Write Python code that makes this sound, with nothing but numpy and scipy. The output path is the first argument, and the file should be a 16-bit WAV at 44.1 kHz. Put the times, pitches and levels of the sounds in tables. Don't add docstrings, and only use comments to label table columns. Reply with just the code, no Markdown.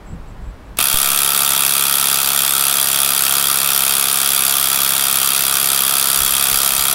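import sys
import numpy as np
from scipy import signal
from scipy.io import wavfile

SR = 44100
rng = np.random.default_rng(int(sys.argv[2]) if len(sys.argv) > 2 else 0)


def put_to_file(sound):
    columns = np.atleast_2d(sound).T
    safe = np.clip(columns, -1, 1)
    whole_steps = np.round(safe * 32767)
    wavfile.write(sys.argv[1], SR, whole_steps.astype(np.int16))


def to_linear_factor(level_db):
    exponent = np.asarray(level_db, float) / 20
    return 10 ** exponent


N = 306054

# resonance in Hz, width in Hz, level in dB.
RIM = [(646, 21.6, -8), (724, 36, -4.5), (812, 86, -11.5), (910, 22, -7.5), (993, 19, -9), (1192.3, 25, 2),
       (1319, 27, 1.5), (1450, 69, -3), (1652, 68, -17)]
# resonance in Hz, width in Hz, level in dB.
WHEEL = [(1878, 110, -10), (2255, 78, -6.5), (2495, 106, -1.5), (2697, 135, -2.5), (3198, 83, 1.5),
         (3375, 48, 5.5), (3640, 200, -1.5), (3877, 170, -6.5), (4390, 146, -7)]
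FIRST_BLOWS_S = [
    .7873,
    .8022,
    .8103,
]
STEADY_S = .826
LEAD_S = .0006


def wrench():
    # resonance in Hz, width in Hz, level in dB.
    shudder_modes = [(69, 20, -25), (140.5, 42.5, 1), (226, 77, 0), (278, 196, -3.5), (433, 112, 0.5),
                     (548, 340, -7)]
    # resonance in Hz, width in Hz, level in dB.
    socket_modes = [(4786, 83, 3), (4610, 98, 0.5), (5780, 100, -5), (7230, 38, 6), (8400, 48, -25),
                    (8130, 64, 7.5), (8920, 270, -6), (9420, 146, 10), (9800, 230, 2), (10130, 190, 11.5),
                    (11000, 400, 1), (11590, 310, 13), (12500, 140, -3), (13700, 370, 6)]
    # frequency in Hz, level in dB per Hz.
    crack_spectrum = [(400, -29.5), (700, -23), (1100, -22.5), (1300, -13), (2080, -10), (2980, -11.5),
                      (3400, -4), (6210, -4), (11400, 2.5), (15600, -2)]
    rattle_db, ring_db, thud_db = effort()
    at, last = blow_times(jitter_s=.00008)
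    heavy = rattle(at, last, rise_s=.0004, fall_s=.0025, settle_db=-14,
                   rebound_s=.0072, rebound_db=-6, repeat=.45)
    light = rattle(at, last, rise_s=.0004, fall_s=.0018, settle_db=-10,
                   rebound_s=.0075, rebound_db=-26, repeat=.3)
    knock = pushes(at, delay_s=.0013, jitter_s=.00006) * to_linear_factor(4 * (-1.) ** (last + 1))
    shove = pushes(at, delay_s=.00081, jitter_s=.00026)
    thud = struck(shudder_modes, shove, last, spread_db=1.5, dog_db=2)
    rim_push = pushes(at, delay_s=.0003, jitter_s=.00009) + to_linear_factor(-6) * heavy
    rim = struck(RIM, rim_push, last, spread_db=1.5, dog_db=-.35)
    spokes = struck(WHEEL, heavy + to_linear_factor(-3) * knock, last, spread_db=.76, dog_db=-1.3)
    socket = struck(socket_modes, light, last, spread_db=1, dog_db=-.5)
    blow_gain = to_linear_factor(.65 * rng.standard_normal(len(at)))
    crack = coloured(light * blow_gain[last] + to_linear_factor(-14) * knock, crack_spectrum)
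    wheel = to_linear_factor(-10.5) * rim + to_linear_factor(-7.5) * spokes
    metal = to_linear_factor(rattle_db - .5) * socket + to_linear_factor(rattle_db + 2.5) * crack
    return to_linear_factor(thud_db) * thud + to_linear_factor(ring_db) * wheel + metal


def effort():
    slam_s, seat_s = .024, .11
    age = np.maximum(np.arange(N) / SR - FIRST_BLOWS_S[0], 0)
    slam = np.exp(-age / slam_s)
    loose = np.exp(-age / seat_s)
    second_s = FIRST_BLOWS_S[1] - FIRST_BLOWS_S[0] - LEAD_S
    third_s = FIRST_BLOWS_S[2] - FIRST_BLOWS_S[0] - LEAD_S
    glance = (age > second_s) & (age < third_s)
    rattle_db = -17 - 2 * glance
    ring_db = -16.5 + 10.5 * slam - 4 * loose - .27 * age
    thud_db = -35.5 + 19.5 * slam - 8.5 * loose
    return rattle_db, ring_db, thud_db


def blow_times(jitter_s):
    # time in seconds, blows per second.
    pace = [
        (.826, 68.487),
        (1.15, 69.121),
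        (1.4, 69.866),
        (1.6, 69.103),
        (2.3, 68.675),
        (3.5, 68.468),
        (5.5, 67.763),
        (7, 67.783),
    ]
    s = np.arange(STEADY_S, 7, 1e-4)
    blow_count = np.cumsum(np.interp(s, *np.transpose(pace))) * 1e-4
    steady_blows_s = np.interp(np.arange(int(blow_count[-1])), blow_count, s)
    at_s = np.r_[FIRST_BLOWS_S, steady_blows_s] - LEAD_S
    at_s = at_s + jitter_s * rng.standard_normal(len(at_s))
    at = (at_s[at_s < (N - 1) / SR] * SR).astype(int)
    last = np.searchsorted(at, np.arange(N), "right") - 1
    return at, np.maximum(last, 0)


def pushes(at, delay_s, jitter_s):
    clicks = np.full(N, 1e-18)
    late = (delay_s + jitter_s * rng.standard_normal(len(at))) * SR
    clicks[np.clip(at + late.astype(int), 0, N - 1)] = 1
    return rms_one(clicks)


def rattle(at, last, rise_s, fall_s, settle_db, rebound_s, rebound_db, repeat):
    since = np.maximum(np.arange(N) - at[last], 0)
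    age = since / SR
    rise = rise_s * to_linear_factor(1.5 * rng.standard_normal(len(at)))[last]
    late = age - rebound_s * to_linear_factor(.95 * rng.standard_normal(len(at)))[last]
    decay = np.exp(-age / fall_s) + to_linear_factor(settle_db) * np.exp(-age / .0073)
    rebound = (late > 0) * np.exp(-np.abs(late) / .0012)
    shape = (1 - np.exp(-age / rise)) * decay + to_linear_factor(rebound_db) * rebound
    fresh = rng.standard_normal((len(at) + 20, since.max() + 1))
    habit = signal.lfilter([1], [1, 0, -repeat], fresh, axis=0)[20:]
    grit = to_linear_factor(.86 * rng.standard_normal(N // 16 + 1)).repeat(16)[:N]
    return rms_one(shape * habit[last, since] * grit)


def struck(modes, source, last, spread_db, dog_db):
    out = np.zeros(N)
    blows = last[-1] + 1
    for k, (hz, width, level_db) in enumerate(modes):
        dogs = dog_db * (-1) ** (np.arange(blows) + (hz > 2000))
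        strength_db = level_db + dogs + spread_db * rng.standard_normal(blows)
        out += (-1) ** k * resonate(source * to_linear_factor(strength_db)[last], hz, width)
    return rms_one(out)


def resonate(x, hz, width):
    r = np.exp(-np.pi * width / SR)
    poles = [1, -2 * r * np.cos(2 * np.pi * hz / SR), r * r]
    return signal.lfilter([(1 - r * r) / 2, 0, (r * r - 1) / 2], poles, x)


def rms_one(x):
    return x / np.sqrt(np.mean(x ** 2) + 1e-20)


def coloured(x, spectrum):
    hz = np.linspace(0, SR / 2, 1025)
    corner_hz, corner_db = np.transpose(spectrum)
    level_db = np.interp(np.log(hz + 1), np.log(corner_hz), corner_db)
    taps = signal.firwin2(1023, hz, to_linear_factor(2 * level_db) + 1e-9, fs=SR)
    return rms_one(signal.fftconvolve(x, signal.minimum_phase(taps))[:N])


def motor():
    # frequency in Hz, level in dB per Hz.
    gear_spectrum = [(200, -19), (500, -8.5), (1200, 8.5), (2000, 1.5), (3300, 3.5), (6000, 0.5),
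                     (11000, -13.5), (16000, -3)]
    # time in seconds, gear hiss in dB.
    motor_levels = [
        (.755, -110),
        (.77, -52),
        (.773, -41),
        (.786, -26),
        (1.2, -27),
        (6.94, -25),
    ]
    trigger_s, trigger_db = .7712, -48
    t = np.arange(N) / SR
    age = t - trigger_s
    clack = (age > 0) * np.exp(-np.abs(age) / .003) * rng.standard_normal(N)
    ring = struck(RIM + WHEEL, clack + 1e-18, np.zeros(N, int), spread_db=0, dog_db=0)
    hiss_db = np.interp(t, *np.transpose(motor_levels))
    hiss = to_linear_factor(hiss_db) * coloured(rng.standard_normal(N), gear_spectrum)
    return hiss + to_linear_factor(trigger_db - 20) * ring + to_linear_factor(trigger_db + 27) * clack


def yard(x):
    out = x.copy()
    for lag_s, echo_db in ((.0031, -24), (.0087, -52), (.019, -14), (.034, -27)):
        lag = round(lag_s * SR)
        out[lag:] += to_linear_factor(echo_db) * signal.lfilter([.6], [1, -.4], x[:-lag])
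    return out


def breeze():
    # gust peak in seconds, rumble in dB, flutter in dB.
    gusts = [(.136, -28.5, -28.5), (.308, -32, -40), (.41, -40, -48), (.49, -35, -37), (.71, -40, -42),
             (.805, -50, -36), (3.65, -51, -48), (4.66, -50, -58), (5.44, -47, -56), (6.21, -33, -35),
             (6.34, -45, -43), (6.53, -34, -42), (6.78, -39, -47)]
    rise_s, fall_s = .04, .058
    s, rumble_db, flutter_db = np.transpose(gusts)
    lull_db = np.where(np.arange(N) < STEADY_S * SR, 0, -13)
    rumble_gain = to_linear_factor(lull_db - 37.5) + swells(s, 0, rumble_db, rise_s, fall_s)
    flutter_gain = to_linear_factor(lull_db - 47.5) + swells(s, 0, flutter_db, rise_s / 2, fall_s / 2)
    return rumble_gain * wind_band(18, 60) + flutter_gain * wind_band(85, 203)


def wind_band(low_hz, high_hz):
    band = signal.butter(2, [low_hz, high_hz], "band", fs=SR, output="sos")
    return rms_one(signal.sosfilt(band, rng.standard_normal(N)))


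def swells(start_s, hold_s, level_db, rise_s, fall_s):
    age = np.arange(N) / SR - np.asarray(start_s)[:, None]
    after_hold = np.maximum(age - np.reshape(hold_s, (-1, 1)), 0)
    return to_linear_factor(level_db) @ np.exp(np.minimum(age, 0) / rise_s - after_hold / fall_s)


def insects():
    # start in seconds, hold in seconds, level of the main note in dB.
    insect_calls = [
        (.075, .04, -56),
        (.275, .03, -60),
        (.42, 0.077, -63.5),
        (.655, .015, -67),
    ]
    # pitch in Hz, width in Hz, level in dB.
    insect_notes = [(7700, 110, 0), (7440, 220, -7)]
    # start in seconds, hold in seconds, level in dB.
    chirr_calls = [
        (.16, .14, -75),
    ]
    # pitch in Hz, width in Hz, level in dB.
    chirr_notes = [(10700, 110, 2), (12500, 120, -1), (8500, 200, -4)]
    out = np.zeros(N)
    for calls, notes in ((insect_calls, insect_notes), (chirr_calls, chirr_notes)):
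        air = rng.standard_normal(N)
        song = np.zeros(N)
        for hz, width, level_db in notes:
            song += to_linear_factor(level_db) * resonate(resonate(air, hz, width), hz, width)
        out += swells(*np.transpose(calls), rise_s=.012, fall_s=.03) * rms_one(song)
    return out


def traffic():
    # frequency in Hz, level in dB per Hz.
    street_spectrum = [(150, -26), (250, -3.5), (318, -12), (341, -9.5), (1050, -12.5), (6880, -37.5),
                       (7640, -39), (8180, -37.5), (15500, -43)]
    level_db = -42.5 + np.where(np.arange(N) < FIRST_BLOWS_S[0] * SR, 0, -8)
    return to_linear_factor(level_db) * coloured(rng.standard_normal(N), street_spectrum)


def scene():
    return (yard(wrench() + motor()) + breeze() + insects() + traffic())[None]


def band_limit(x):
    return signal.sosfilt(signal.butter(12, 15870, fs=SR, output="sos"), x)


def record(dry):
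    jolt_s, jolt_db, bass_cut_hz = .9432, -13, 2.5
    step = to_linear_factor(jolt_db) * (np.arange(N) > jolt_s * SR)
    pole = np.exp(-2 * np.pi * bass_cut_hz / SR)
    jolt = signal.lfilter([1, -2, 1], [1, -2 * pole, pole * pole], step)
    top_cut = signal.ellip(12, .25, 45, 15810, fs=SR, output="sos")
    heard = signal.sosfiltfilt(top_cut, dry)
    squeezed = heard / (1 + np.abs(heard / .78) ** 6) ** (1 / 6)
    return band_limit(signal.sosfiltfilt(top_cut, squeezed + jolt))


dry = scene()
out = record(dry)
put_to_file(out)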